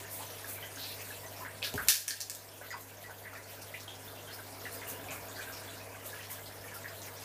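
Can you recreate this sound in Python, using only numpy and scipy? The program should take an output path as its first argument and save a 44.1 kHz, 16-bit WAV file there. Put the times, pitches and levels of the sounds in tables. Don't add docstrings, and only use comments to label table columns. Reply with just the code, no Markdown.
import sys
import numpy as np
from scipy import signal
from scipy.io import wavfile
from scipy.ndimage import uniform_filter1d

SR = 44100
rng = np.random.default_rng(int(sys.argv[2]) if len(sys.argv) > 2 else 0)


def materialize(psi):
    bounded = np.clip(np.atleast_2d(psi).T, -1, 1)
    quanta = np.round(bounded * 32767).astype(np.int16)
    wavfile.write(sys.argv[1], SR, quanta)


N = 319284
TIME = np.arange(N) / SR
BUBBLE_HZ = 1500


def plip(hz, swell_cycles):
    age = TIME[:int(10 * swell_cycles * SR / hz)] * hz / swell_cycles
    envelope = age * np.exp(1 - age)
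    cycles = age * swell_cycles * (1 + 0.004 * (age / 2 - 2))
    return envelope * np.sin(2 * np.pi * cycles) * np.sqrt(hz / swell_cycles / BUBBLE_HZ)


def large_bubbles(droplets, first_echo_s, t60_s):
    # start_s, pitch_hz, level_db, swell_cycles (1 plops, 3 pings), reflected_share
    bubbles = [(.05, 1810, -38, 3, 0.41), (.197, 910, -29, 0.76, 0.95), (0.21, 3770, -37.5, 1, 1),
               (0.4443, 1700, -32, 3.6, 0.19), (0.453, 2430, -41, 1.8, .7), (.565, 2300, -34.5, 5.2, 0.78),
               (.625, 1970, -32.5, 4, 0.61), (0.626, 3120, -32.5, 4, 0.68), (0.637, 1620, -38.5, 4.8, 0.38),
               (.772, 1540, -35, 1.3, .4), (1.104, 1720, -32.5, 6.2, 0.26), (1.122, 2630, -38, 4, 0.57),
               (1.24, 1950, -38, 4.2, 0.64), (1.264, 6200, -37.5, 4.5, 0.83), (1.365, 5400, -37.5, 3, 0.86),
               (1.407, 1020, -28, 4, 0.6), (1.45, 1780, -26.5, 1, 0.8), (1.62, 2550, -26, 3.2, 0.84),
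               (1.628, 3400, -21.5, 0.56, 0.51), (1.641, 4700, -21.5, 0.57, .9), (1.646, 1660, -27, 3, .7),
               (1.649, 3800, -26, 1.7, 0.72), (1.7783, 1570, -19.5, 2, 0.65), (1.803, 1470, -26, 2.7, 0.29),
               (2.612, 622, -28, 2.4, 0.34), (2.613, 1555, -28.5, 2.2, 0.79),
               (2.705, 1976, -22.5, 2.9, 0.8), (2.706, 6800, -33, 2, 0.68), (2.71, 4900, -32, 3.3, 0.91),
               (2.728, 1510, -27.5, 1.5, 0.6), (2.741, 1010, -23.5, 2, 0.52), (3.04, 1910, -30.5, 3, 0.86),
               (3.085, 740, -31, 0.41, 0.78), (3.097, 1490, -31.5, 0.8, 0.9), (3.25, 1900, -28, 1.6, 0.97),
               (3.331, 1430, -32.5, 1.6, 0.73), (3.352, 1870, -30, 1.7, 0.81),
               (3.612, 5600, -35, 0.68, 0.96), (3.739, 2000, -28.5, 3.8, 0.7),
               (3.743, 2400, -30.5, 2.5, 0.57), (3.749, 2760, -35, 3, 0.5), (3.8, 5600, -34, 0.5, .9),
               (3.879, 3220, -30, 6.6, 0.36), (3.891, 3480, -36, 3.2, .85), (3.916, 3260, -36, 12, .7),
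               (3.95, 5100, -42, 3, .8), (4.03, 5400, -41, 4, 0.88), (4.076, 3560, -38, 12, 0.49),
               (4.173, 2730, -37, 5.3, .7), (4.274, 3180, -36, 7, 0.44), (4.28, 1570, -36, 2.2, 0.62),
               (4.308, 4300, -37, 4, 0.98), (4.327, 5100, -34, 3, 0.87), (4.387, 1590, -33.5, 3.5, .7),
               (4.654, 1910, -27, 2.4, 0.59), (4.658, 2730, -36, 3, 0.52), (4.665, 1840, -30, 2.6, 0.26),
               (4.76, 4980, -39, 6, 0.86), (4.817, 1970, -30.5, 1.4, 0.86), (4.868, 2830, -37, 3, .5),
               (4.9, 6550, -38, 3, .6), (4.945, 2840, -40, 6.4, .5), (5.086, 2410, -29.5, 2.6, 0.74),
               (5.104, 2490, -31.5, 3.9, .6), (5.108, 6840, -32, 1, 0.73), (5.112, 3000, -38, 4, 0.44),
               (5.16, 2300, -34.5, 2, 0.8), (5.285, 6800, -35.5, 4, 0.66), (5.348, 4650, -36, 4, 0.94),
               (5.364, 4230, -40, 5.5, .7), (5.382, 1630, -26.5, 1.7, 0.88), (5.404, 1500, -35, 2, 0.6),
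               (5.408, 2340, -34.5, 2.1, 0.86), (5.472, 1586, -31.5, 3.6, 0.62), (5.497, 1580, -35, 4, 0.4),
               (5.525, 5400, -34.5, 3.5, 0.9), (5.565, 5140, -36, 2.7, 0.91),
               (5.677, 3440, -37.5, 5.5, 0.75), (5.695, 3950, -38.5, 3.6, 0.78),
               (5.803, 2520, -39, 3.8, 0.74), (5.86, 2200, -40, 1, 0.79), (5.921, 2450, -39, 2, 0.8),
               (5.985, 3000, -45, 4.4, .6), (6.09, 3680, -41, 5, 0.65), (6.129, 1676, -29, 8.1, 0.35),
               (6.18, 1940, -36, 4.3, 1), (6.198, 2670, -35, 1.1, 0.92), (6.231, 3770, -41, 0.91, .9),
               (6.302, 2030, -35.5, 1.6, 0.65), (6.308, 5030, -41, 2, .8), (6.381, 1660, -35.5, 5.3, 0.5),
               (6.46, 4200, -36, 0.83, .8), (6.641, 1860, -37, 4.1, .65), (6.681, 2280, -36.5, 3, 0.37),
               (6.715, 1750, -33, 1.4, 0.92), (6.744, 5400, -40, 2, .8), (6.757, 1390, -36, 5, 0.71),
               (6.844, 1810, -28, 1.3, 0.78), (6.858, 1820, -33.5, 2.6, 0.3), (6.975, 4100, -40, 4, .8),
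               (7.019, 6300, -33.5, 0.64, 0.74), (6.88, 5000, -40, 3, 0.92), (7.076, 2010, -37, 1.7, .8),
               (7.168, 5600, -38.5, 5, 0.8), (7.21, 5000, -41, 2, 0.87)]
    out, t = np.zeros(N), TIME[:SR // 5]
    for start_s, hz, db, swell_cycles, reflected in bubbles:
        note = np.zeros(len(t))
        add(note, 0, plip(hz, swell_cycles))
        lateness = rng.random(droplets)
        droplet_pitches = hz * 2 ** (0.24 * rng.standard_normal(droplets))
        for late, droplet_hz in zip(lateness, droplet_pitches):
            add(note, 0.028 * late, from_db(-12 - 5 * late) * plip(droplet_hz, swell_cycles=1.3))
        walls = rng.standard_normal(len(t)) * (t > first_echo_s) * decay(t, t60_s)
        echoes = unit_energy(signal.fftconvolve(note, walls))
        add(out, start_s, from_db(db) * np.sqrt(1 - reflected) * note)
        add(out, start_s, from_db(db) * np.sqrt(reflected * np.sum(note ** 2)) * echoes)
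    return out


def small_bubbles(flow_db, offset_db, spread_db, low_hz, high_hz, swell_cycles, count):
    out = np.zeros(N)
    for k, (when, pitch, size, length) in enumerate(rng.random((count, 4))):
        start = int((k + 2 * when) / count * N) % N
        hz = low_hz * (high_hz / low_hz) ** pitch
        db = flow_db[start] + offset_db + spread_db * size ** 2
        cycles = swell_cycles * (.5 + length) * np.sqrt(hz / BUBBLE_HZ)
        add(out, start / SR, from_db(db) * plip(hz, cycles))
    return room(out, echo_db=-6.5, tail_db=1.0, build_s=0.00058)


def flap(chatter_per_s, chatter_rise_s, chatter_decay_s, skid_s):
    # start_s, level_db, pitch_hz, crack_db, chatter_db (both relative to level_db)
    contacts = [(1.7397, -22, 5000, 0, 0), (1.758, -20, 10000, -6, -6), (1.875, -29, 6000, 6, -8),
                (1.8852, 1, 5650, -2, 13), (1.8846, 6, 1950, -35, -25), (1.8855, 1, 2900, -39, -20),
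                (1.8896, -2, 9600, -8, -20), (1.921, 5, 1690, -21, -8), (2.0786, -9, 7500, -10, -10),
                (2.081, 4, 7100, -12, -5.5), (2.1072, 4, 4620, -23, -18), (2.108, 2.5, 1690, -31, -3.5),
                (2.2037, -8, 7000, -16, -6), (2.2058, -3.5, 6500, -14, -8), (2.213, 1, 5770, -21, -20),
                (2.2983, -0.5, 6850, -15.5, -9), (2.3498, -9, 7300, -14, -15)]
    # centre_hz, width_hz, gain_db
    flap_modes = [(1630, 19, 11), (1690, 50, 2), (1790, 82, 5.5), (2080, 230, -6), (3600, 60, 6),
                  (4370, 540, 3.5), (5050, 60, 4), (5600, 300, 1.5), (6100, 250, -0.5), (10100, 2700, 2.5),
                  (13100, 1200, 4)]
    knocks, rattles, t = np.zeros(N), np.zeros(N), TIME[:SR // 3]
    blow = signal.unit_impulse(len(t))
    for start_s, db, hz, crack_db, chatter_db in contacts:
        envelope = (1 - np.exp(-t / chatter_rise_s)) * np.exp(-t / chatter_decay_s)
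        chatter = from_db(chatter_db) * unit_energy(crackle(len(t), chatter_per_s) * envelope)
        crack = .5 * blow + from_db(5) * noise_burst(t, skid_s)
        knock = from_db(crack_db) * crack + resonance(blow, hz, 0.28 * hz)
        rattle = from_db(crack_db) * chatter + resonance(chatter, hz, 0.45 * hz)
        add(knocks, start_s, from_db(db) * knock)
        add(rattles, start_s, from_db(db) * rattle)
    plastic = room(knocks, echo_db=-1.0, tail_db=-0.5, build_s=0.001) + rattles
    for hz, width_hz, gain_db in flap_modes:
        plastic = plastic + (from_db(gain_db) - 1) * resonance(plastic, hz, width_hz)
    crossover_hz = 1740
    snap = cut(plastic, crossover_hz, "high", order=5)
    body = from_db(-16.5) * cut(plastic, [350, crossover_hz], "band")
    return snap + body


def hood():
    # start_s, level_db
    bumps = [(1.741, -34), (1.749, -34), (1.797, -48), (1.878, -47)]
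    # pitch_hz, level_db, t60_s
    hood_modes = [(58, -7, 0.5), (80, -2, 0.13), (116, -6.5, 0.086), (161, 0, 0.078), (270, -3.5, 0.058),
                  (420, -4.5, 0.15), (690, -1, 0.024), (960, -6, 0.03)]
    pushes = np.zeros(N)
    for start_s, db in bumps:
        add(pushes, start_s, from_db([db]))
    return room(ring(pushes, hood_modes), echo_db=-8.5, tail_db=-4.5, build_s=0.0078)


def outflow_wash(level_db):
    # frequency_hz, density_db
    wash_spectrum = [(25, -20), (40, -11.5), (55, -4.5), (130, -8), (200, -5.5), (265, -9), (340, -5.5),
                     (440, -2.5), (670, 0), (850, -6.5), (1200, -8.5), (1700, -6.5), (2600, -26),
                     (5000, -22)]
    # pitch_hz, level_db, t60_s
    cavity_modes = [(268.5, -2.5, 0.14), (424, -1.5, 0.073), (473.4, -3, 0.14), (616, 7, 0.027),
                    (673.3, -1, 0.12), (742, -10.5, 0.18), (972.5, 3.5, 0.043)]
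    hollow = from_db(-4.0) * unit_rms(ring(rng.standard_normal(N), cavity_modes))
    rush = coloured_noise(wash_spectrum, flicker_db=2.5, flicker_hz=12.0)
    return from_db(level_db) * (rush + hollow)


def outflow_hiss(fizz_db):
    # frequency_hz, density_db
    hiss_spectrum = [(900, -67), (1600, 1), (2500, 3), (4000, 0.5), (6000, -2.5), (9000, -2.5), (13000, 1),
                     (15500, 0)]
    level_db = fizz_db - 3.5 + 1.4 * drift(rate_hz=20.0)
    return from_db(level_db) * coloured_noise(hiss_spectrum, flicker_db=3.0, flicker_hz=10.8)


def spray(grains_per_s, low_hz):
    # start_s, length_s, relative_level_db
    spurts = [(0.097, 0.12, -46.5), (0.467, 0.1, -45.5), (1.625, 0.075, -46.5), (3.618, 0.02, -49),
              (4.324, 0.051, -51.5), (4.708, 0.069, -48), (4.868, 0.066, -44), (5.11, 0.074, -50.5),
              (6.054, 0.036, -46), (6.298, 0.05, -44.5), (6.74, 0.033, -47), (7.02, 0.027, -56)]
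    swell = np.zeros(N)
    for start_s, length_s, db in spurts:
        progress = np.linspace(0, 1, int(length_s * SR) + 2)
        add(swell, start_s, from_db(db) * np.sin(np.pi * progress ** 0.65))
    grains = unit_rms(cut(crackle(N, grains_per_s), low_hz, "high"))
    return from_db(4.5) * room(swell * grains, echo_db=-25.0, tail_db=-1.5, build_s=0.0039)


def froth(bubbles_per_s, hz, width_hz):
    # start_s, length_s, level_db
    clusters = [(0.768, 0.14, -45), (0.807, .05, -55), (0.875, 0.1, -48)]
    swell = np.zeros(N)
    for start_s, length_s, db in clusters:
        add(swell, start_s, from_db(db) * np.sqrt(np.hanning(int(length_s * SR) + 2)))
    pops = rng.choice([-1, 1], N) * (rng.random(N) < bubbles_per_s / SR)
    return swell * unit_rms(resonance(resonance(pops, hz, width_hz), hz, width_hz))


def pump(mains_hz, waver_db):
    # mains_multiple, rms_db
    partials = [(2, -55.5), (3, -69.5)]
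    hum = sum(np.sqrt(2) * from_db(db) * np.sin(2 * np.pi * (multiple * mains_hz * TIME + rng.random()))
              for multiple, db in partials)
    return hum * from_db(waver_db * drift(rate_hz=8.1))


def room(x, echo_db, tail_db, build_s):
    # delay_s, relative_level_db
    early_echoes = [(.0058, -5.5), (.0075, -11.5), (0.0138, -12.5), (0.018, -10)]
    # frequency_hz, t60_s
    decay_times = [(200, 0.13), (1500, 0.29), (5000, 0.27), (15000, 0.27)]
    t, tail = TIME[:SR // 2], 0
    edges_hz = 60 * 2 ** (np.arange(18) / 2)
    for low, high in zip(edges_hz, edges_hz[1:]):
        band = cut(rng.standard_normal(len(t)), [low, high], "band")
        tail = tail + band * decay(t, at_hz(decay_times, np.sqrt(low * high)))
    response = from_db(tail_db) * unit_energy(tail * (1 - np.exp(-t / build_s)))
    response[0] += 1
    for delay_s, db in early_echoes:
        add(response, delay_s, from_db(db + echo_db) * noise_burst(t, decay_s=0.00093))
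    return signal.fftconvolve(x, response)[:N]


def coloured_noise(spectrum, flicker_db, flicker_hz):
    edges_hz = 22 * 2 ** (np.arange(30) / 3)
    out, white = 0, rng.standard_normal((2, N))
    for k, (low, high) in enumerate(zip(edges_hz, edges_hz[1:])):
        gain = from_db(at_hz(spectrum, np.sqrt(low * high)) + flicker_db * drift(flicker_hz))
        out = out + gain * cut(white[k % 2], [low, high], "band")
    return unit_rms(out)


def crackle(samples, ticks_per_s):
    return rng.standard_normal(samples) * (rng.random(samples) < ticks_per_s / SR)


def noise_burst(t, decay_s):
    return unit_energy(rng.standard_normal(len(t)) * np.exp(-t / decay_s))


def drift(rate_hz):
    step, settle = 40, 2000
    r = np.exp(-2 * np.pi * rate_hz * step / SR)
    noise = rng.standard_normal(N // step + settle + 2)
    slow = signal.lfilter([1], [1, -2 * r, r * r], noise)[settle:]
    return np.interp(np.arange(N) / step, np.arange(len(slow)), unit_rms(slow))


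def ring(drive, modes):
    out = 0
    for k, (hz, db, t60_s) in enumerate(modes):
        r, w = decay(1 / SR, t60_s), 2 * np.pi * hz / SR
        mode = signal.lfilter([0, np.sin(w)], [1, -2 * r * np.cos(w), r * r], drive + 1e-18)
        out = out + (-1) ** k * from_db(db) * mode
    return out


def resonance(x, hz, width_hz):
    r, w = np.exp(-np.pi * width_hz / SR), 2 * np.pi * hz / SR
    return signal.lfilter(np.array([1, 0, -1]) * (1 - r * r) / 2, [1, -2 * r * np.cos(w), r * r], x + 1e-18)


def cut(x, hz, kind, order=2):
    sections = signal.butter(order, hz, kind, fs=SR, output="sos")
    return signal.sosfilt(sections, x + 1e-18)


def add(out, start_s, sound):
    start = int(np.clip(round(start_s * SR), 0, len(out) - 1))
    out[start:start + len(sound)] += sound[:len(out) - start]


def at_hz(points, hz):
    frequencies, values = np.transpose(points)
    return np.interp(np.log(hz), np.log(frequencies), values)


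def decay(t, t60_s):
    return np.exp(-np.log(1000) * t / t60_s)


def from_db(db):
    return 10 ** (np.asarray(db) / 20)


def unit_rms(x):
    return x / np.sqrt(np.mean(x ** 2) + 1e-20)


def unit_energy(x):
    return x / np.sqrt(np.sum(x ** 2) + 1e-20)


def scene():
    # time_s, relative_level_db
    fizz_ride = [(0, -44), (.09, -48), (.22, -43.5), (.45, -46), (.66, -47.5), (.8, -43), (1.4, -47.5),
                 (2.4, -44.5), (3, -47), (4.4, -48), (4.8, -45), (5.2, -48), (5.6, -44.5), (5.9, -51),
                 (6.25, -46), (6.55, -50.5), (6.8, -47.5), (7.24, -47)]
    fizz_db = np.interp(TIME, *np.transpose(fizz_ride))
    wash_db = -51.98 + 4 * np.exp(-((TIME - 5.08) / 0.55) ** 2)
    water = outflow_wash(wash_db) + outflow_hiss(fizz_db)
    water += small_bubbles(wash_db, offset_db=-3.02, spread_db=8.0, low_hz=995, high_hz=5350,
                           swell_cycles=3.2, count=300)
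    water += small_bubbles(fizz_db, offset_db=-11.5, spread_db=14.0, low_hz=4770, high_hz=13300,
                           swell_cycles=1.4, count=650)
    water += large_bubbles(droplets=6, first_echo_s=0.0035, t60_s=0.2)
    water += froth(bubbles_per_s=6000, hz=3980, width_hz=1700)
    water += spray(grains_per_s=9000, low_hz=9400)
    lid = flap(chatter_per_s=14000, chatter_rise_s=0.013, chatter_decay_s=0.051, skid_s=0.00096) + hood()
    return (water + lid + pump(mains_hz=50, waver_db=0.25))[None]


def gain_control(x, threshold_db, slope, attack_s, release_s):
    power = uniform_filter1d(x ** 2, size=882, axis=-1, origin=440)
    level_db = 10 * np.log10(np.abs(power) + 1e-12)
    wanted_db = slope * np.maximum(level_db - threshold_db, 0)
    release = np.exp(-TIME / release_s)
    held_db = np.maximum.accumulate(wanted_db / release, axis=-1) * release
    r = np.exp(-1 / (attack_s * SR))
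    duck_db = signal.lfilter([1 - r], [1, -r], held_db)
    return x * from_db(-duck_db)


def record(dry):
    levelled = gain_control(dry, threshold_db=-31.0, slope=0.64, attack_s=0.014, release_s=1.0)
    cutoff_hz = 15330
    return signal.sosfilt(signal.ellip(12, .1, 80, cutoff_hz, fs=SR, output="sos"), levelled)


dry = scene()
out = record(dry)
materialize(out)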